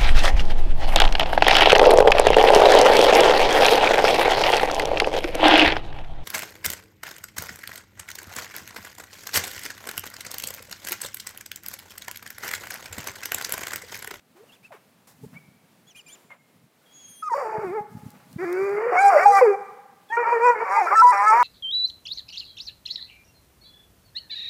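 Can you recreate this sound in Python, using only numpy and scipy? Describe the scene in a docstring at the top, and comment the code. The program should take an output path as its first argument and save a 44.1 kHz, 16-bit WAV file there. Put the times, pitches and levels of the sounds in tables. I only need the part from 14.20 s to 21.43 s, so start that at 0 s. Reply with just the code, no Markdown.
"""Hound baying under a tree

Close to the microphone a hound whimpers, squeaks, then bays three times, its voice jumping between registers:
harmonics of one wavering phase, with fuzzy bands and breath noise, pass through throat and muzzle filters.
Houses across the street return a dull noise-tail echo. A far bird chirps twice as gliding sines, claws scrape
bark and twigs tick as shaped noise. Wind thumps on the microphone as short pulses over a rumble,
and a quiet suburban hiss of coloured noise lies beneath."""
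import sys
import numpy as np
from scipy import signal
from scipy.fft import rfft, irfft, next_fast_len
from scipy.io import wavfile
from scipy.ndimage import uniform_filter1d, map_coordinates

SR = 44100
rng = np.random.default_rng(int(sys.argv[2]) if len(sys.argv) > 2 else 0)


def waveform_to_disk(signal):
    """Save audio, clipped to [-1, 1], as 16-bit WAV at the path in sys.argv[1]."""
    frames = np.transpose(np.atleast_2d(signal))
    scaled = np.clip(frames, -1, 1) * 32767
    samples = np.round(scaled).astype(np.int16)
    wavfile.write(sys.argv[1], SR, samples)


def rack_gain(trim_db):
    """Turn a fader trim in dB into the linear factor to multiply a signal by."""
    fader = np.asarray(trim_db, float)
    return 10 ** (fader / 20)


N = 318834  # samples


def unit(x):
    """Bring to rms 1."""
    return x / np.sqrt(np.mean(x ** 2) + 1e-20)


def along(points, hz):
    """Interpolate (Hz, value) points on a log frequency axis."""
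    f, v = np.transpose(points)
    return np.interp(np.log(hz + 1), np.log(f + 1), v)


def curves(rows):
    """One value per sample for each column after the time."""
    s, *cols = np.transpose(rows)
    return [np.interp(np.arange(N) / SR, s, c) for c in cols]


def phrases(tables, fade_s):
    """A gate that is open while any table sounds, and the joined curves of them all."""
    t = np.arange(N) / SR
    gate = 0
    for rows in tables:
        inside = np.minimum(t - rows[0][0], rows[-1][0] - t)
        gate = gate + np.clip(inside / fade_s + 1, 0, 1)
    return np.minimum(gate, 1) ** 2, curves([row for rows in tables for row in rows])


def wobble(rate):
    """A smooth random curve, rate knots a second."""
    knots = rng.standard_normal(int(N * rate / SR) + 4)
    return map_coordinates(knots, [np.arange(N) * rate / SR])


def filtered(x, spectrum):
    """Shape x by (Hz, dB) points."""
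    m = next_fast_len(N + 8192)
    gain = rack_gain(along(spectrum, np.fft.rfftfreq(m, 1 / SR)))
    return irfft(rfft(x, m) * gain, m)[:N]


def noise(spectrum):
    """Coloured noise of rms 1."""
    return unit(filtered(rng.standard_normal(N), spectrum))


def phase(hz):
    """Running phase in radians of a moving pitch."""
    return 2 * np.pi * np.cumsum(hz) / SR


def sines(turn, levels_db, first):
    """Successive harmonics of a phase, each at its rms level."""
    return sum(np.sqrt(2) * rack_gain(db) * np.sin((first + k) * turn) for k, db in enumerate(levels_db))


# colour of the suburban hiss: freq_hz [Hz], density_db [dB per Hz, relative]
AIR_COLOUR = [(30, -53.5), (120, -11.5), (250, -1), (500, -1), (1200, -6.5), (2500, -10.5), (6000, -17),
              (15300, -18)]


def air():
    """Open-air hiss: coloured noise whose level drifts slowly."""
    return rack_gain(-61.5 + 2.6 * wobble(6.5)) * noise(AIR_COLOUR)


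# wind rumble before the bass cut: time_s [s], level_db [dB]
WIND_LEVEL = [(.7, -65), (1.1, -52.5), (1.5, -64), (3.1, -65), (3.5, -52), (4.25, -52.5), (4.6, -56.5),
              (5.6, -66)]
# colour of the rumble: freq_hz [Hz], density_db [dB per Hz, relative]
RUMBLE_COLOUR = [(25, -66), (40, -33), (100, -3.5), (170, 1.5), (260, -2), (400, -33.5)]
# puffs on the microphone: start_s [s], level_db [dB, before trim and bass cut]
WIND_PUFFS = [(1.03, -27), (1.059, -26.5), (1.161, -31.5), (1.282, -35), (3.377, -19.5), (3.464, -26.5),
              (3.503, -29), (3.603, -26), (3.747, -20.5), (3.765, -21.5), (3.829, -27), (3.859, -18),
              (4.103, -33.5), (4.157, -15), (5.216, -44.5)]


def wind():
    """A lumpy rumble, and single puffs that push the membrane for about a cycle."""
    t = np.arange(N) / SR
    lumps = rack_gain(4 * wobble(25))
    out = rack_gain(curves(WIND_LEVEL)[0]) * unit(lumps * noise(RUMBLE_COLOUR))
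    for start_s, level_db in WIND_PUFFS:
        hz = 165 * (1 + 0.051 * rng.standard_normal())
        cycles = (t - start_s) * hz - 1.2  # zero at the middle of the puff
        out += rack_gain(level_db - 7.5) * np.exp(-(cycles / 0.5) ** 2) * np.sin(2 * np.pi * cycles)
    return filtered(out, [(40, -13.5), (110, 0)])


# decay of the street's echo: freq_hz [Hz], t60_s [s to fall 60 dB]
HOUSE_DECAY = [(300, 0.41), (1200, 1.295), (2400, 1.05), (6000, 1.16)]


def street(x):
    """House fronts across the street blur their echoes into a dull tail of decaying noise."""
    hz, t, z = signal.stft(rng.standard_normal(SR), SR, nperseg=256)
    decay = rack_gain(-60 * t / along(HOUSE_DECAY, hz)[:, None])
    tail = signal.istft(z * decay, SR, nperseg=256)[1]
    delayed = np.pad(tail, (1500, 0))  # samples, 34 ms
    tail = rack_gain(-10.0) * delayed / np.linalg.norm(tail)
    stirred = x * rack_gain(4.5 * wobble(70) - 1)  # moving air smears steady tones
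    return filtered(signal.fftconvolve(stirred, tail)[:N], [(2300, -6.0), (3300, -14), (7000, -8)])


# far bird: peak_s [s], pitch_hz [Hz at the peak], glide [Hz per s], level_db [dB at the peak]
BIRD_CHIRPS = [(1.174, 2280, 5527, -41), (2.123, 2120, -2500, -40.5)]


def bird():
    """Short far notes: a gliding sine that swells and fades."""
    rise_s, fall_s, edge_db = 0.027, 0.016, -21.5
    shape = [(-rise_s, edge_db), (0, 0), (fall_s, edge_db)]
    notes = [[(peak_s + lag, hz + glide * lag, level_db + db) for lag, db in shape]
             for peak_s, hz, glide, level_db in BIRD_CHIRPS]
    gate, (hz, db) = phrases(notes, 0.0043)
    return gate * sines(phase(hz), [db], first=1)


# claws on bark: start_s [s], body_db [dB], treble_db [dB], both before the grain
CLAW_SCRAPES = [(.16, -59.5, -66.5), (0.519, -47.5, -62), (0.871, -57.5, -54), (1.129, -55, -80.5),
                (2.102, -50.5, -85), (3.769, -60.5, -62), (3.939, -57, -86), (3.999, -59, -74.5)]
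# twigs: start_s [s], level_db [dB, before a fixed lift]
TWIG_TICKS = [(3.904, -53.5), (3.916, -62.5), (4.129, -56), (4.3275, -44.5), (4.4931, -54.5)]


def claws():
    """Scrapes are grainy swells in the bark's body and its treble; twigs give one sharp tick."""
    t = np.arange(N) / SR
    grain = rack_gain(1.24 * wobble(370))
    body = grain * noise([(250, -40), (500, 0), (1200, 0), (2500, -8), (5000, -30)])
    fizz = grain * noise([(1500, -40), (4000, 0), (15000, -3)])
    out = np.zeros(N)
    for start_s, body_db, treble_db in CLAW_SCRAPES:
        progress = np.clip((t - start_s) / 0.082, 0, 1)
        swell = np.sin(np.pi * progress ** 0.34)  # peaks early
        out += swell * (rack_gain(body_db) * body + rack_gain(treble_db) * fizz)
    for start_s, level_db in TWIG_TICKS:
        decay_db = 60 * np.clip(t - start_s, 0, 1) / 0.015
        out += (t > start_s) * rack_gain(level_db + 10.5 - decay_db) * fizz
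    return out


# steady whistle under the squeaks, one table a phrase: time_s [s], pitch_hz [Hz], level_db [dB]
HELD_PHRASES = [
    [(1.75, 2430, -63), (1.815, 2394, -65)],
    [(1.865, 2430, -59), (1.93, 2310, -65), (1.945, 2380, -75)],
]
# its harmonics 1-3: over_db [dB over level_db]
HELD_HARMONICS = [3.5, -10, -0.5]


def held_whistle():
    """A steady whistle whose harmonics flicker separately."""
    gate, (pitch, db) = phrases(HELD_PHRASES, 0.005)
    turn = phase(pitch * (1 + 0.00454 * wobble(54)))
    return gate * sum(rack_gain(5 * wobble(50)) * sines(turn, [db + over_db], first=k)
                      for k, over_db in enumerate(HELD_HARMONICS, 1))


# second whistle, one table a phrase: time_s [s], pitch_hz [Hz], level_db [dB, 3rd harmonic before flicker]
SECOND_PHRASES = [
    [(1.76, 3100, -62), (1.79, 3200, -60)],
    [(1.885, 3040, -57), (1.935, 3170, -59)],
    [(2.87, 3080, -61), (2.92, 3070, -52), (3.02, 3120, -56)],
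]


def second_whistle():
    """A second pitch, heard only by its overtones 2-4."""
    gate, (pitch, db) = phrases(SECOND_PHRASES, 0.0082)
    turn = phase(pitch * (1 + .005 * wobble(60)))
    return gate * rack_gain(2.5 * wobble(40)) * sines(turn, [db - 8, db, db - 8], first=2)


# squeaks: start_s [s], rise_s [s], fall_s [s], from_hz [Hz], top_hz [Hz],
# level_db [dB, before flicker and filter], second_db [dB, 2nd harmonic over the 1st]
SQUEAK_ARCHES = [(0.309, 0.034, 0.028, 2560, 3600, -54.5, -22), (0.43, 0.035, .017, 2230, 2710, -55, -8),
                 (1.668, 0.03, 0.036, 3200, 3470, -57.5, -3),
                 (1.751, 0.032, 0.036, 2330, 3310, -52.5, -3.5), (1.868, 0.076, 0.022, 2270, 3750, -55, -1)]
# whimpers: start_s [s], length_s [s], from_hz [Hz], to_hz [Hz], level_db [dB, before flicker and filter]
WHIMPER_SLIDES = [(0.153, 0.089, 323, 479.4, -50.5), (0.275, 0.045, 3080, 2560, -59.5),
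                  (0.508, 0.046, 714, 373.3, -46.5), (1.034, 0.017, 426, 428, -42.5),
                  (5.89, 0.036, 3400, 3200, -54)]
# long whistle: time_s [s], pitch_hz [Hz], first_db, second_db [dB, harmonics before flicker and filter]
LONG_WHISTLE = [(2.66, 3290, -63, -103), (2.74, 3300, -61.5, -51), (2.81, 3350, -54.5, -54.5),
                (2.86, 3280, -56, -50), (2.95, 3250, -57, -54), (3.03, 3340, -60, -93)]


def whine_shapes():
    """Squeaks arch up and fall to one rest pitch, whimpers slide one way: (s, Hz, 1st, 2nd harmonic dB)."""
    onset_db, end_db, rest_hz = -4, -7, 2350  # end levels are over the middle
    knee, knee_up = .5, .65  # most of the climb comes early: share of the rise time, share of the climb
    shapes = [LONG_WHISTLE]

    def add(points, level_db, second_db):
        shapes.append([(s, hz, level_db + db, level_db + db + second_db) for s, hz, db in points])

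    for s, rise, fall, low, top, level_db, second_db in SQUEAK_ARCHES:
        add([(s, low, onset_db), (s + knee * rise, low + knee_up * (top - low), 0),
             (s + rise, top, 0), (s + rise + fall, rest_hz, end_db)], level_db, second_db)
    for s, length, a, b, level_db in WHIMPER_SLIDES:
        add([(s, a, onset_db), (s + length / 2, (a + b) / 2, 0), (s + length, b, end_db)], level_db, -16.5)
    return sorted(shapes)


def whines():
    """Thin whistles from nearly closed folds: three flickering harmonics and breath, with two more whistles."""
    gate, (pitch, first_db, second_db) = phrases(whine_shapes(), 0.0026)
    pitch = uniform_filter1d(pitch, size=500) * (1 + .011 * wobble(260))
    turn = phase(pitch)
    flicker_db, = curves([(2.5, 6), (2.6, 2.5), (3.1, 2.5), (3.2, 6)])  # the long whistle is steadier
    lines = sum(rack_gain(flicker_db * wobble(70) - 2) * sines(turn, [db], first=k)
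                for k, db in enumerate([first_db, second_db, second_db - 20], 1))
    hiss = noise([(1200, -7.0), (2000, -4.0), (9000, -12.5), (15000, -15.5)])
    breath = rack_gain(first_db - 5.5) * (pitch > 1500) * hiss
    lines = filtered(lines, [(3700, 0), (4200, -15), (4600, 0), (5600, -6), (6300, 0)])
    return gate * (lines + breath) + held_whistle() + second_whistle()


# second vibration in the bays, one table a phrase: time_s [s], pitch_hz [Hz], level_db [dB, before the muzzle]
DRONE_PHRASES = [
    [(4.79, 422, -47), (4.87, 463.6, -32.5), (4.91, 455.5, -38), (5.06, 439, -37), (5.12, 536, -21.5),
     (5.19, 526, -56.5)],
    [(6.56, 919, -22), (6.575, 966, -15), (6.6, 954, -15.5), (6.622, 800, -20)],
]


def drones():
    """A second, independent vibration as one wavering sine at 0.94 of the listed pitch."""
    gate, (hz, db) = phrases(DRONE_PHRASES, 0.011)
    return gate * sines(phase(hz * (1 + 0.019 * wobble(55))), [db], first=0.94)


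# bays, one table each: time_s [s], pitch_hz [Hz, before waver], level_db [dB, low voice before the muzzle],
# mouth [harmonic 1-4 that the mouth is tuned to, may lie between or beyond]
BAY_PHRASES = [
    [(3.03, 432, -27, 3.36), (3.055, 417.4, -33.5, 2.9), (3.085, 411.5, -23.5, 2.9), (3.094, 370, -42, 3.3),
     (3.098, 518, -32, 2.5), (3.12, 467, -22, 1.4), (3.14, 458, -18, 2.62), (3.146, 548.6, -28, 1.62),
     (3.2, 566.8, -26.5, 1.35), (3.26, 435.6, -30, 1.52), (3.44, 422, -32.5, 1.45), (3.446, 387, -30, 1.34),
     (3.5, 342, -31, 1.35), (3.56, 455, -26, 1.32), (3.59, 409, -24.5, 1.5), (3.625, 424, -40, 1.88)],
    [(4.19, 330, -32.5, 1.24), (4.245, 390.5, -23, 1.31), (4.251, 336.8, -28.5, 1.28),
     (4.42, 390.6, -22, 1.15), (4.56, 406.8, -23.5, 1.26), (4.717, 499, -22, 1.29),
     (4.723, 378.4, -20.5, 1.55), (4.75, 342.9, -17.5, 2), (4.82, 397.8, -16, 2.1), (4.86, 399.6, -8, 2.1),
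     (4.9, 396.3, -12.5, 2.51), (4.98, 280.2, -17, 1.8), (5.02, 373.7, -21, 2), (5.052, 394, -21, 2.67),
     (5.061, 407.3, -5, 1.97), (5.13, 399.3, -15.5, 2.41), (5.19, 393.3, -14, 2.29),
     (5.208, 363, -21.5, 2.03), (5.214, 528.3, -11.5, 1.51), (5.23, 502.6, -7, 0.79),
     (5.258, 452, -15.5, 1.41), (5.28, 413.3, -12.5, 0.63), (5.35, 387, -24.5, 1.8)],
    [(5.905, 417, -34.5, 1.4), (5.919, 448.5, -31.5, 2.3), (5.927, 463, -24, 1.8),
     (5.965, 468.5, -28.5, 1.9), (5.975, 471.8, -19, 1.56), (6.025, 479, -21.5, 1.39),
     (6.05, 442.5, -25.5, 2.7), (6.09, 476.8, -19, 1.85), (6.115, 468, -22.5, 1.68),
     (6.13, 485, -15.5, 1.55), (6.19, 448.4, -26, 1.39), (6.26, 496.3, -11.5, 1.62),
     (6.305, 485.2, -11.5, 1.564), (6.34, 455, -27.5, 1.71), (6.38, 416.8, -32, 1.3),
     (6.42, 473, -23.5, 1.55), (6.448, 454.5, -29, 1.8), (6.454, 379.3, -31.5, 2.64),
     (6.5, 381.9, -26, 2.5), (6.55, 405, -21.5, 2.5), (6.575, 405.6, -22, 2.37), (6.605, 407, -20.5, 2.05),
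     (6.625, 362.9, -26.5, 1.66), (6.655, 350.6, -32, 1.55), (6.672, 328, -20, 3.8), (6.7, 341, -23, 6.3),
     (6.715, 394.7, -18.5, 2.62), (6.745, 420.4, -18, 2.487), (6.755, 439.6, -17.5, 3.8),
     (6.79, 441, -9.5, 2.8), (6.818, 443.4, -8.5, 2.5), (6.826, 504, -9.5, 2.26), (6.85, 490, -6, 1.63),
     (6.918, 495.2, -13, 2.16), (6.928, 408.5, -18.5, 2.51), (6.98, 393.8, -22.5, 2.33),
     (7.062, 421.7, -17.5, 2.53), (7.072, 436.5, -12, 2.8), (7.11, 434.3, -12.5, 2.56),
     (7.175, 475.6, -11.5, 2), (7.229, 491.6, -12, 2.23)],
]
# registers: start_s [s], lock [multiple of the pitch the folds lock to], rough [0-1],
# half_db [dB, halfway lines over the upper voice, before trim]
VOICE_REGISTERS = [(3, 3, .1, -30), (3.095, 2, .2, -20), (3.143, 1, .66, -2), (3.443, 1, .28, -20),
                   (4.248, 1, .28, -4), (4.56, 1, .6, -6), (4.775, 2, .2, -20), (4.9, 1, .6, -8),
                   (5.02, 1, .3, -20), (5.055, 2, .3, -20), (5.12, 1, .25, -20), (5.8, 2, .05, -30),
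                   (5.968, 1, .3, -20), (6.03, 1, .52, -10), (6.113, 1, .35, -20), (6.17, 1, .55, -12),
                   (6.216, 1, .15, -30), (6.336, 1, .52, -10), (6.451, 1, .5, 2), (6.51, 1, .3, 3),
                   (6.57, 1, .35, -6), (6.615, 1, .25, -20), (6.665, 1, .55, -6), (6.71, 1, .45, 3),
                   (6.75, 3, .15, -20), (6.822, 2, .12, -20), (6.923, 1, .3, 3), (7.067, 1, .2, -15),
                   (7.115, 1, .4, 2)]
# upper voice: time_s [s], level_db [dB over the low voice, before the throat]
UPPER_LEVEL = [(3.03, -24), (3.11, -24), (3.14, -22.5), (3.16, -16.5), (3.44, -14.5), (3.6, -23.5),
               (4.2, -13.5), (4.42, -19), (4.7, -14.5), (4.8, -9.5), (4.86, -22), (5.04, -4), (5.065, -30),
               (5.19, -9), (5.23, -22.5), (5.35, -17.5), (5.9, -11), (5.945, -0.5), (5.98, -11), (6.3, -14),
               (6.35, -9.5), (6.6, -10.5), (6.645, -5), (6.68, -11), (6.8, -19), (6.86, -40), (6.93, -11),
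               (7.2, -20)]
# treble: time_s [s], level_db [dB over effort]
TREBLE_LEVEL = [(3.05, -24), (3.15, -10.5), (3.6, -28), (4.4, -17.5), (4.7, -27), (4.85, -19.5),
                (5.18, -15), (5.3, -25), (5.95, -35), (6.12, -24), (6.3, -29), (6.55, -19), (7.2, -20)]
# filters. throat, on voiced lines: freq_hz [Hz], gain_db [dB]
THROAT_FILTER = [(250, -33), (500, 3.5), (1300, 5), (1650, 2.5), (2300, 3), (2520, -9), (2750, -30),
                 (4200, -70)]
# muzzle, on high lines: freq_hz [Hz], gain_db [dB]
MUZZLE_FILTER = [(2500, -30), (3600, -20), (4050, -10), (4350, -17), (4750, -3), (5550, 0), (9000, -4),
                 (15400, -20)]
# noises. leaking air: freq_hz [Hz], density_db [dB per Hz, relative]
HOARSE_COLOUR = [(260, -91.5), (400, 15.5), (900, 7), (1350, 18), (1700, -2), (2300, 0), (2500, -4),
                 (2750, -32), (4200, -70)]
# hoarse treble: freq_hz [Hz], density_db [dB per Hz, relative]
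RASP_COLOUR = [(2700, -40), (3300, -16), (4200, -15), (4700, 6), (5200, -7), (6000, -9), (7300, -1),
               (7900, -12), (8600, -4), (9500, -13), (15400, -13)]
# band that a wide mouth adds: freq_hz [Hz], density_db [dB per Hz, relative]
GAPE_COLOUR = [(4800, -35), (5500, 7), (6400, -35)]


def bays():
    """Vocal folds through throat and muzzle: rough registers waver in pitch and size and leak air each cycle."""
    mouth_db, locked_db = 32, 17  # loss per harmonic off the mouth's tuning; loss of lines locked folds skip
    gate, (pitch, level_db, mouth) = phrases(BAY_PHRASES, .01)
    upper_db = level_db + curves(UPPER_LEVEL)[0]
    start, lock, rough, half_db = np.transpose(VOICE_REGISTERS)
    row = np.maximum(np.searchsorted(start, np.arange(N) / SR) - 1, 0)
    lock = lock[row]
    rough, half_db = uniform_filter1d([rough[row], half_db[row]], size=1300)  # registers blend in 30 ms

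    # the mouth's tuning shares the low voice among harmonics 1-4
    low_k = np.arange(1, 5)[:, None]
    skipped = uniform_filter1d(1. * (low_k % lock > 0), size=400)
    share_db = -mouth_db * abs(low_k - mouth) - locked_db * skipped
    low_db = level_db + share_db - 20 * np.log10(np.linalg.norm(rack_gain(share_db), axis=0))

    turn = phase(pitch * (1 + .005 * wobble(50) + .07 * rough ** 2 * wobble(130)))
    flutter, grit = rack_gain(3.5 * wobble(25)), wobble(170)

    def shimmer(k):
        """Every line flickers by its own shifted curve, and a rough one spreads into a fuzzy band."""
        fuzzy = np.sqrt(1 - rough ** 2) + rough * np.roll(grit, 9000 * k)
        return np.roll(flutter, 9000 * k) * fuzzy

    on = gate > 0
    upper, half, high = np.zeros((3, N))
    broken = rack_gain(5 * wobble(45))  # high lines come and go
    for k in range(1, 32):
        lock_gain = np.where(k % lock[on], .08 + .3 * (k > 8), 1)
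        scatter = .4 * k * k  # radians
        line = np.clip(k - 2.1, 0, 1) * lock_gain * shimmer(k)[on] * np.cos(k * turn[on] + scatter)
        upper[on] += line
        high_gain = np.roll(broken, 7000 * k)[on] * rack_gain(-.35 * k)  # each harmonic is weaker
        high[on] += line * high_gain * (1 - rough[on]) ** 4
        # every second pulse is weaker, which puts lines halfway between the harmonics
        half[on] += (k < 8) * shimmer(-k)[on] * np.cos((k - .5) * turn[on] + scatter)
    upper *= np.sqrt(pitch * lock / 550)  # fewer lines share the same power
    tones = rack_gain(upper_db) * (np.sqrt(1 - rough) * upper + rack_gain(half_db - 7.0) * half)

    puffing = 1 + .9 * np.cos(turn)
    leak = rack_gain(upper_db + 8.0) * rough * puffing * noise(HOARSE_COLOUR)

    fuzz = .9 + .3 * wobble(300)  # high lines spread into fuzzy bands
    gape = np.clip(mouth - 1, .2, 1)  # a mouth tuned high is wide open
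    effort = rack_gain(uniform_filter1d(.7 * upper_db + 0.15 * level_db + 3.5, size=3000))
    slide = uniform_filter1d(abs(np.gradient(pitch)) * SR / 1500, size=400)
    steady = 1 / (1 + slide ** 2)  # pitch jumps weaken the high lines
    treble = gate * effort * rack_gain(curves(TREBLE_LEVEL)[0])
    high_lines = rack_gain(4) * steady * gape * treble * fuzz * high * np.sqrt(lock)
    rasp = rack_gain(-3.5 + wobble(170)) * treble * puffing * rng.standard_normal(N)
    bright = filtered(high_lines, MUZZLE_FILTER)
    bright += filtered(rasp, RASP_COLOUR) + filtered(rasp * gape, GAPE_COLOUR)

    low = np.zeros(N)
    for k, db in enumerate(low_db, 1):
        low += (1 - rough + rough * shimmer(k)) * sines(turn, [db], first=k)
    for k in (1.5, 2.5, 3.5):  # halfway lines near the mouth's tuning
        line_db = level_db + half_db - 6 - mouth_db * abs(k - mouth)
        low += shimmer(-int(2 * k)) * sines(turn, [line_db], first=k)

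    body = gate * (low + leak) + filtered(gate * tones, THROAT_FILTER) + drones()
    return filtered(body, [(230, -56.0), (320, -1.0)]) + bright  # a small muzzle radiates no bass


def scene():
    """Dog, bird and claws in the street; wind and air at the microphone."""
    far = bird()
    dog = claws() + whines() + bays()
    echo = street(dog + rack_gain(5.5) * far)
    return (air() + wind() + echo + far + dog)[None]


def low_pass(x):
    """Removes everything above the highest recorded frequency."""
    return signal.sosfilt(signal.butter(12, 15500, fs=SR, output="sos"), x)


def record(dry):
    """Take down the finished mono mix."""
    return low_pass(dry)


dry = scene()
out = record(dry)
waveform_to_disk(out)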